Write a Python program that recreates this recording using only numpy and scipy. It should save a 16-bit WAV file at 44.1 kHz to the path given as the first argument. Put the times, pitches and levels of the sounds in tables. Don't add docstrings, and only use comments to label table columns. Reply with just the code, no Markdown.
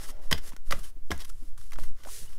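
import sys
import numpy as np
from scipy import signal
from scipy.fft import rfft, irfft
from scipy.io import wavfile
from scipy.ndimage import uniform_filter1d

SR = 44100
rng = np.random.default_rng(int(sys.argv[2]) if len(sys.argv) > 2 else 0)


def natural_amplitude(level_db):
    exponent = np.asarray(level_db, float) / 20
    return 10 ** exponent


def file_out(sig):
    cols = np.atleast_2d(sig).T
    lim = np.clip(cols, -1, 1)
    pcm = np.round(lim * 32767).astype(np.int16)
    wavfile.write(sys.argv[1], SR, pcm)


N = 105222


def evened(x):
    return x / np.sqrt(np.mean(x ** 2) + 1e-20)


def colour(x, points):
    bin_hz = abs(np.fft.fftfreq(8192, 1 / SR))
    point_hz, point_db = np.transpose(points)
    gain_db = np.interp(np.log(bin_hz + 0.1), np.log(point_hz), point_db)
    log_gain = np.log(natural_amplitude(np.maximum(gain_db, -100)))
    spectrum = np.exp(np.conj(signal.hilbert(log_gain)))
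    taps = np.fft.ifft(spectrum).real[:4096]
    return signal.oaconvolve(x, taps / np.linalg.norm(taps))[:N]


def ring(x, pitch_hz, width_hz):
    return signal.lfilter(*signal.iirpeak(pitch_hz, pitch_hz / width_hz, SR), x)


def grains(per_s):
    spread_db, click_share = 4.0, 0.35
    size = natural_amplitude(spread_db * np.minimum(rng.exponential(1, N), 4)) * rng.choice([-1., 1.], N)
    clicks = evened(size * (rng.random(N) < per_s / SR))
    return click_share * clicks + np.sqrt(1 - click_share ** 2) * rng.standard_normal(N)


def paper(crisp_env, dull_env, per_s):
    # [Hz, dB]
    crisp_curve = [(200, -30), (420, 0), (900, -26), (1500, -8.5), (3300, -5.5), (6000, -1.5),
                   (10300, -0.5), (15500, -12.5), (17000, -35)]
    # [Hz, dB]
    dull_curve = [(70, -48.5), (150, 8.5), (400, -1.5), (2040, -1.5), (2610, -10), (3400, -7.5), (6570, -2),
                  (10600, -9.5), (15500, -62.5)]
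    # [Hz, Hz, dB]
    stack_modes = [(1232, 63, -1.5), (1480, 120, -5.5), (2078, 150, -4), (3000, 307, 2), (4050, 40, -38),
                   (5500, 51, -6)]
    drive = grains(per_s)
    sheet = colour(crisp_env * drive, crisp_curve)
    stack = colour(dull_env * drive, dull_curve)
    modes = sum(natural_amplitude(level_db + 5.5) * ring(stack, pitch_hz, 2.6 * width_hz + 60)
                for pitch_hz, width_hz, level_db in stack_modes)
    return sheet + stack + modes


def room_hush():
    # [Hz, dB]
    room_curve = [(40, 1), (90, -4), (160, -8.5), (420, -14.5), (900, -20.5), (3000, -27.5), (9000, -28),
                  (15500, -28), (17000, -52.5)]
    return natural_amplitude(-64) * colour(rng.standard_normal(N), room_curve)


def air(t):
    # [s, full scale, s]
    push_table = [(.01, 0.092, 0.028), (0.136, 0.099, 0.018), (0.298, 0.22, 0.026), (0.397, -0.039, 0.011),
                  (0.503, 0.11, 0.0229), (.56, 0.059, 0.015), (0.707, 0.21, 0.021), (0.752, 0.13, 0.027),
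                  (0.932, 0.052, 0.031), (1.056, 0.17, .03), (1.12, 0.066, 0.021), (1.316, 0.14, 0.04),
                  (1.518, 0.15, 0.042), (1.757, 0.19, 0.023), (1.816, 0.25, 0.018), (1.898, -0.16, 0.025),
                  (2.098, .1, 0.1), (2.242, 0.076, 0.022)]
    # [Hz, dB]
    rumble_curve = [(8, -18.5), (16, 3.5), (28, -3.5), (45, -18.5), (70, -23), (130, -40.5)]
    rest_pressure, rumble_db, gust_db = -0.061, -42.5, 13
    swing = sum(pressure * np.exp(-0.5 * ((t - time_s) / width_s) ** 2)
                for time_s, pressure, width_s in push_table)
    bin_hz = np.fft.rfftfreq(N, 1 / SR)
    point_hz, point_db = np.transpose(rumble_curve)
    shape = natural_amplitude(np.interp(np.log(bin_hz + 0.088), np.log(point_hz), point_db, -90, -90))
    noise = evened(irfft(rfft(rng.standard_normal(N)) * shape, N))
    speed = uniform_filter1d(abs(np.gradient(swing)), size=3000)
    rumble = natural_amplitude(rumble_db + gust_db * speed / speed.max()) * noise
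    closing = np.clip((t[-1] - t) / 0.02, 0.45, 1)
    return (rest_pressure + swing + rumble) * closing


def rubs(t):
    # [s, s, dB, Hz]
    rub_table = [
        (-.05, 0.39, -59.5, 567),
        (0.397, .14, -63.5, 490),
        (1.199, 0.028, -46.5, 4000),
        (2.12, 0.26, -71, 480),
    ]
    drive = grains(260)
    out = np.zeros(N)
    for start_s, length_s, level_db, centre_hz in rub_table:
        env = np.sin(np.pi * np.clip((t - start_s) / length_s, 0, 1)) ** 0.61
        once = ring(drive, centre_hz, centre_hz * 0.8)
        out += natural_amplitude(level_db) * env * evened(ring(once, centre_hz, centre_hz * 0.8))
    return out


def slides(t):
    # [s, s, dB, 0-1, 0-1]
    slide_table = [(-.02, 0.088, -41, 0.74, 0.28), (0.055, 0.066, -42, 0.58, 0.2),
                   (0.092, 0.18, -60.5, 0.19, 0.47), (0.204, 0.16, -56, 0.23, 0.27),
                   (0.335, 0.12, -52.5, 0.059, .45), (0.412, 0.1, -44, 0.76, 0.21),
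                   (0.503, 0.062, -57, 0.43, 0.3), (0.645, 0.058, -52.5, 0.76, 0.23),
                   (0.726, 0.14, -47, 0.05, 0.28), (0.826, 0.094, -46.5, 0.19, 0.21),
                   (1.121, 0.11, -52.5, .05, 0.43), (1.183, 0.054, -47.5, 0.55, 0.4),
                   (1.244, 0.014, -40.5, 0.42, 0.26), (1.291, .015, -44.5, 0.28, 0.13),
                   (1.252, 0.36, -60.5, 0.19, 0.18), (1.583, 0.2, -55.5, 0.047, 0.16),
                   (1.724, 0.032, -54, 0.45, 0.26), (1.768, 0.15, -49.5, 0.21, 0.23),
                   (1.926, 0.15, -55.5, 0.76, 0.38), (2.048, 0.23, -42, 0.39, 0.05),
                   (2.221, 0.18, -52.5, 0.53, 0.28), (1.015, 0.15, -62, 0.94, 0.11),
                   (1.178, 0.14, -59.5, 0.33, 0.14), (1.375, 0.14, -69.5, 0.74, 0.14)]
    crisp_env, dull_env = np.zeros(N), np.zeros(N)
    for start_s, length_s, level_db, rise_share, dullness in slide_table:
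        u = (t - start_s) / length_s
        ramp = np.clip(np.minimum(u / rise_share, (1 - u) / (1 - rise_share)), 0, 1)
        env = natural_amplitude(level_db - 2.5) * np.sin(np.pi / 2 * ramp) ** 1.066
        crisp_env += (1 - dullness) * env
        dull_env += dullness * env
    drift = uniform_filter1d(rng.standard_normal(N), size=200)
    waver = natural_amplitude(1.5 * evened(uniform_filter1d(drift, size=200)))
    return paper(crisp_env * waver ** 0.64, dull_env * waver ** 1.18, per_s=1200)


def knocks(t):
    # [s, dB, Hz, s]
    knock_table = [(0.0906, -45, 1220, 0.036), (0.1923, -52, 245, 0.089), (0.3128, -35, 420, 0.11),
                   (0.3226, -28.5, 171, 0.083), (.3270, -17.5, 3304, 0.013), (0.3283, -33, 78, 0.14),
                   (0.3281, -29, 5030, 0.014), (0.3796, -41, 260, 0.041), (0.5211, -44, 1080, 0.015),
                   (0.5326, -47, 1124, 0.016), (0.5346, -48, 202, 0.058), (0.711, -43, 545, 0.066),
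                   (0.7255, -18.5, 1445, 0.0078), (0.7266, -39, 121.7, 0.19), (0.73, -45, 71, 0.38),
                   (0.7748, -46, 128, 0.043), (0.964, -56, 291, 0.078), (1.1050, -32, 404, 0.048),
                   (1.1108, -31, 75, 0.18), (1.1196, -36.5, 124, 0.11), (1.4218, -55.5, 274, 0.15),
                   (1.7208, -47, 2180, 0.023), (1.7522, -49, 149, 0.099), (1.7868, -37, 584, 0.016),
                   (1.818, -43, 60, 0.16), (1.9105, -53, 150, 0.075), (2.050, -53, 1500, 0.043),
                   (2.074, -48.5, 830, 0.044), (2.087, -51, 790, 0.043), (2.217, -51.5, 101, 0.22)]
    out = np.zeros(N)
    noise = rng.standard_normal(N)
    for time_s, level_db, pitch_hz, t60_s in knock_table:
        detune, phase = rng.random(2)
        u = np.maximum(t - time_s, 0)
        env = natural_amplitude(level_db - 60 * u / t60_s) * np.minimum(u * pitch_hz * 3.2, 1)
        second_hz = pitch_hz * (1.35 + 0.32 * detune)
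        pair = np.sin(2 * np.pi * pitch_hz * u) + 0.32 * np.sin(2 * np.pi * (second_hz * u + phase))
        puff = 1.064 * evened(ring(noise, pitch_hz, pitch_hz * 0.31))
        out += env * (pair + puff)
    return out


def snaps(t):
    # [s, dB, 0-1, s]
    snap_table = [(0.095, -39, 0.32, 0.011), (0.3106, -19.5, 0.34, 0.019), (0.317, -31, 0.96, 0.0027),
                  (0.327, -15, 0.44, 0.0025), (.3290, -15, 0.53, 0.002), (0.377, -32, 0.44, 0.016),
                  (0.525, -48, 0.7, 0.0074), (0.564, -33, 0.43, 0.0049), (0.7074, -29, 0.54, 0.003),
                  (0.709, -22, 0.43, 0.0077), (0.7164, -30, 0.3, 0.005), (0.7205, -21.5, 0.44, 0.012),
                  (0.789, -38.5, 0.21, 0.015), (1.106, -26, 0.56, .008), (1.1135, -23, 0.47, 0.013),
                  (1.1773, -38, 0.05, 0.005), (1.195, -39, 0.4, 0.0069), (1.202, -37, 0.34, 0.011),
                  (1.22, -37.5, 0.35, 0.0064), (1.235, -45, 0.33, 0.0089), (1.278, -48, 0.17, 0.016),
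                  (1.576, -43, 0.23, 0.016), (1.613, -42, 0.35, 0.0052), (1.7092, -43, 0.2, 0.0027),
                  (1.719, -38, 0.26, 0.0078), (1.731, -34, 0.43, 0.0095), (1.756, -43.5, 0.7, 0.0084),
                  (1.786, -41, 0.33, 0.008), (1.7975, -42, 0.4, 0.005), (1.833, -40, 0.35, 0.02),
                  (2.034, -40, 0.33, 0.014), (2.048, -42, 0.55, 0.012)]
    crisp_env, dull_env = np.zeros(N), np.zeros(N)
    for time_s, peak_db, dullness, length_s in snap_table:
        u = (t - time_s) / length_s
        decay = np.exp(-2.2 * np.clip(u, 0, 9) ** 1.6)
        env = natural_amplitude(peak_db - 4) * np.clip(u * 6, 0, 1) * decay
        crisp_env += (1 - dullness) * env
        dull_env += dullness * env
    return paper(crisp_env, dull_env, per_s=4400)


def ticks():
    # [s, dB, Hz, s]
    tick_table = [(0.100, -55.5, 403, .004), (0.166, -53, 500, 0.0028), (0.3125, -31, 1071, .003),
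                  (0.3174, -16, 1380, 0.00013), (0.323, -31.5, 475, 0.0048), (0.324, -30, 890, 0.0024),
                  (0.3242, -29.5, 1570, .003), (0.326, -21.5, 1955, 0.0014), (0.3278, -19, 7000, 0.000053),
                  (0.3290, -21.5, 3280, 0.00091), (0.707, -27.5, 3000, 0.000084),
                  (0.7100, -21.5, 4940, 0.00011), (0.7221, -26, 1210, 0.0022),
                  (0.7228, -22.5, 1985, 0.0015), (0.724, -26.5, 3420, .001), (0.727, -32, 558, 0.0037),
                  (0.785, -48, 1250, 0.0018), (0.786, -50.5, 660, 0.0022), (0.840, -50, 3070, 0.0031),
                  (1.1052, -24.5, 347, 0.0013), (1.112, -36.5, 703, 0.0046), (1.115, -33.5, 1050, 0.0027),
                  (1.115, -31.5, 1654, 0.0033), (1.1155, -34.5, 2093, 0.0024), (1.158, -48.5, 994, 0.0014),
                  (1.2995, -46.5, 1347, .0012), (1.432, -58, 302, .005), (1.5764, -51, 1410, 0.00084),
                  (1.581, -54, 1020, 0.0014), (1.6135, -52, 3600, 0.00076), (1.7208, -37, 2020, 0.00053),
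                  (1.7235, -43.5, 1130, 0.00055), (1.7602, -45, 1350, 0.00093),
                  (1.7866, -30.5, 1000, 0.00026), (1.836, -56, 1010, 0.0022), (1.847, -53, 1090, 0.0017),
                  (2.0585, -39, 600, 0.0014), (2.0712, -34.5, 800, 0.00041), (2.0875, -39, 1060, 0.00094),
                  (2.277, -54, 2950, .003), (0.3116, -26, 4530, 0.000083), (0.3272, -19.5, 5120, 0.0011),
                  (0.3274, -32, 12500, 0.00029), (1.7874, -36.5, 1900, .0002), (1.839, -49, 2010, 0.0023),
                  (0.095, -54.5, 257, 0.0069), (1.585, -51, 95, 0.0093), (1.825, -46, 109, 0.0064),
                  (2.07, -53.5, 242, 0.0036), (2.185, -51.5, 109, .01)]
    out = np.zeros(N)
    u = np.arange(4096) / SR
    for time_s, peak_db, pitch_hz, rise_s in tick_table:
        at = round(time_s * SR)
        env = natural_amplitude(peak_db) * u / rise_s * np.exp(1 - u / rise_s)
        out[at:at + len(u)] += env * np.sin(2 * np.pi * pitch_hz * u)
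    return out


def echo(x):
    echo_db, t60_s, spacing = -13, 0.15, 22
    taps = np.zeros(SR // 3)
    at = np.arange(90, len(taps) - spacing, spacing)
    sign = rng.choice([-1., 1.], len(at))
    taps[at + rng.integers(0, spacing, len(at))] = sign * natural_amplitude(-60 * at / SR / t60_s)
    return natural_amplitude(echo_db) * signal.oaconvolve(x, taps / np.linalg.norm(taps))[:N]


def scene():
    t = np.arange(N) / SR
    near = rubs(t) + slides(t) + knocks(t) + snaps(t) + ticks()
    return (near + echo(near) + room_hush() + air(t))[None]


def top_cut(x):
    return signal.sosfilt(signal.butter(12, 16470, fs=SR, output="sos"), x)


def record(dry):
    low_pass = signal.firwin(511, 15750, window=("kaiser", 5), fs=SR)
    mix = signal.oaconvolve(dry, low_pass[None], "same")
    return top_cut(mix)


dry = scene()
out = record(dry)
file_out(out)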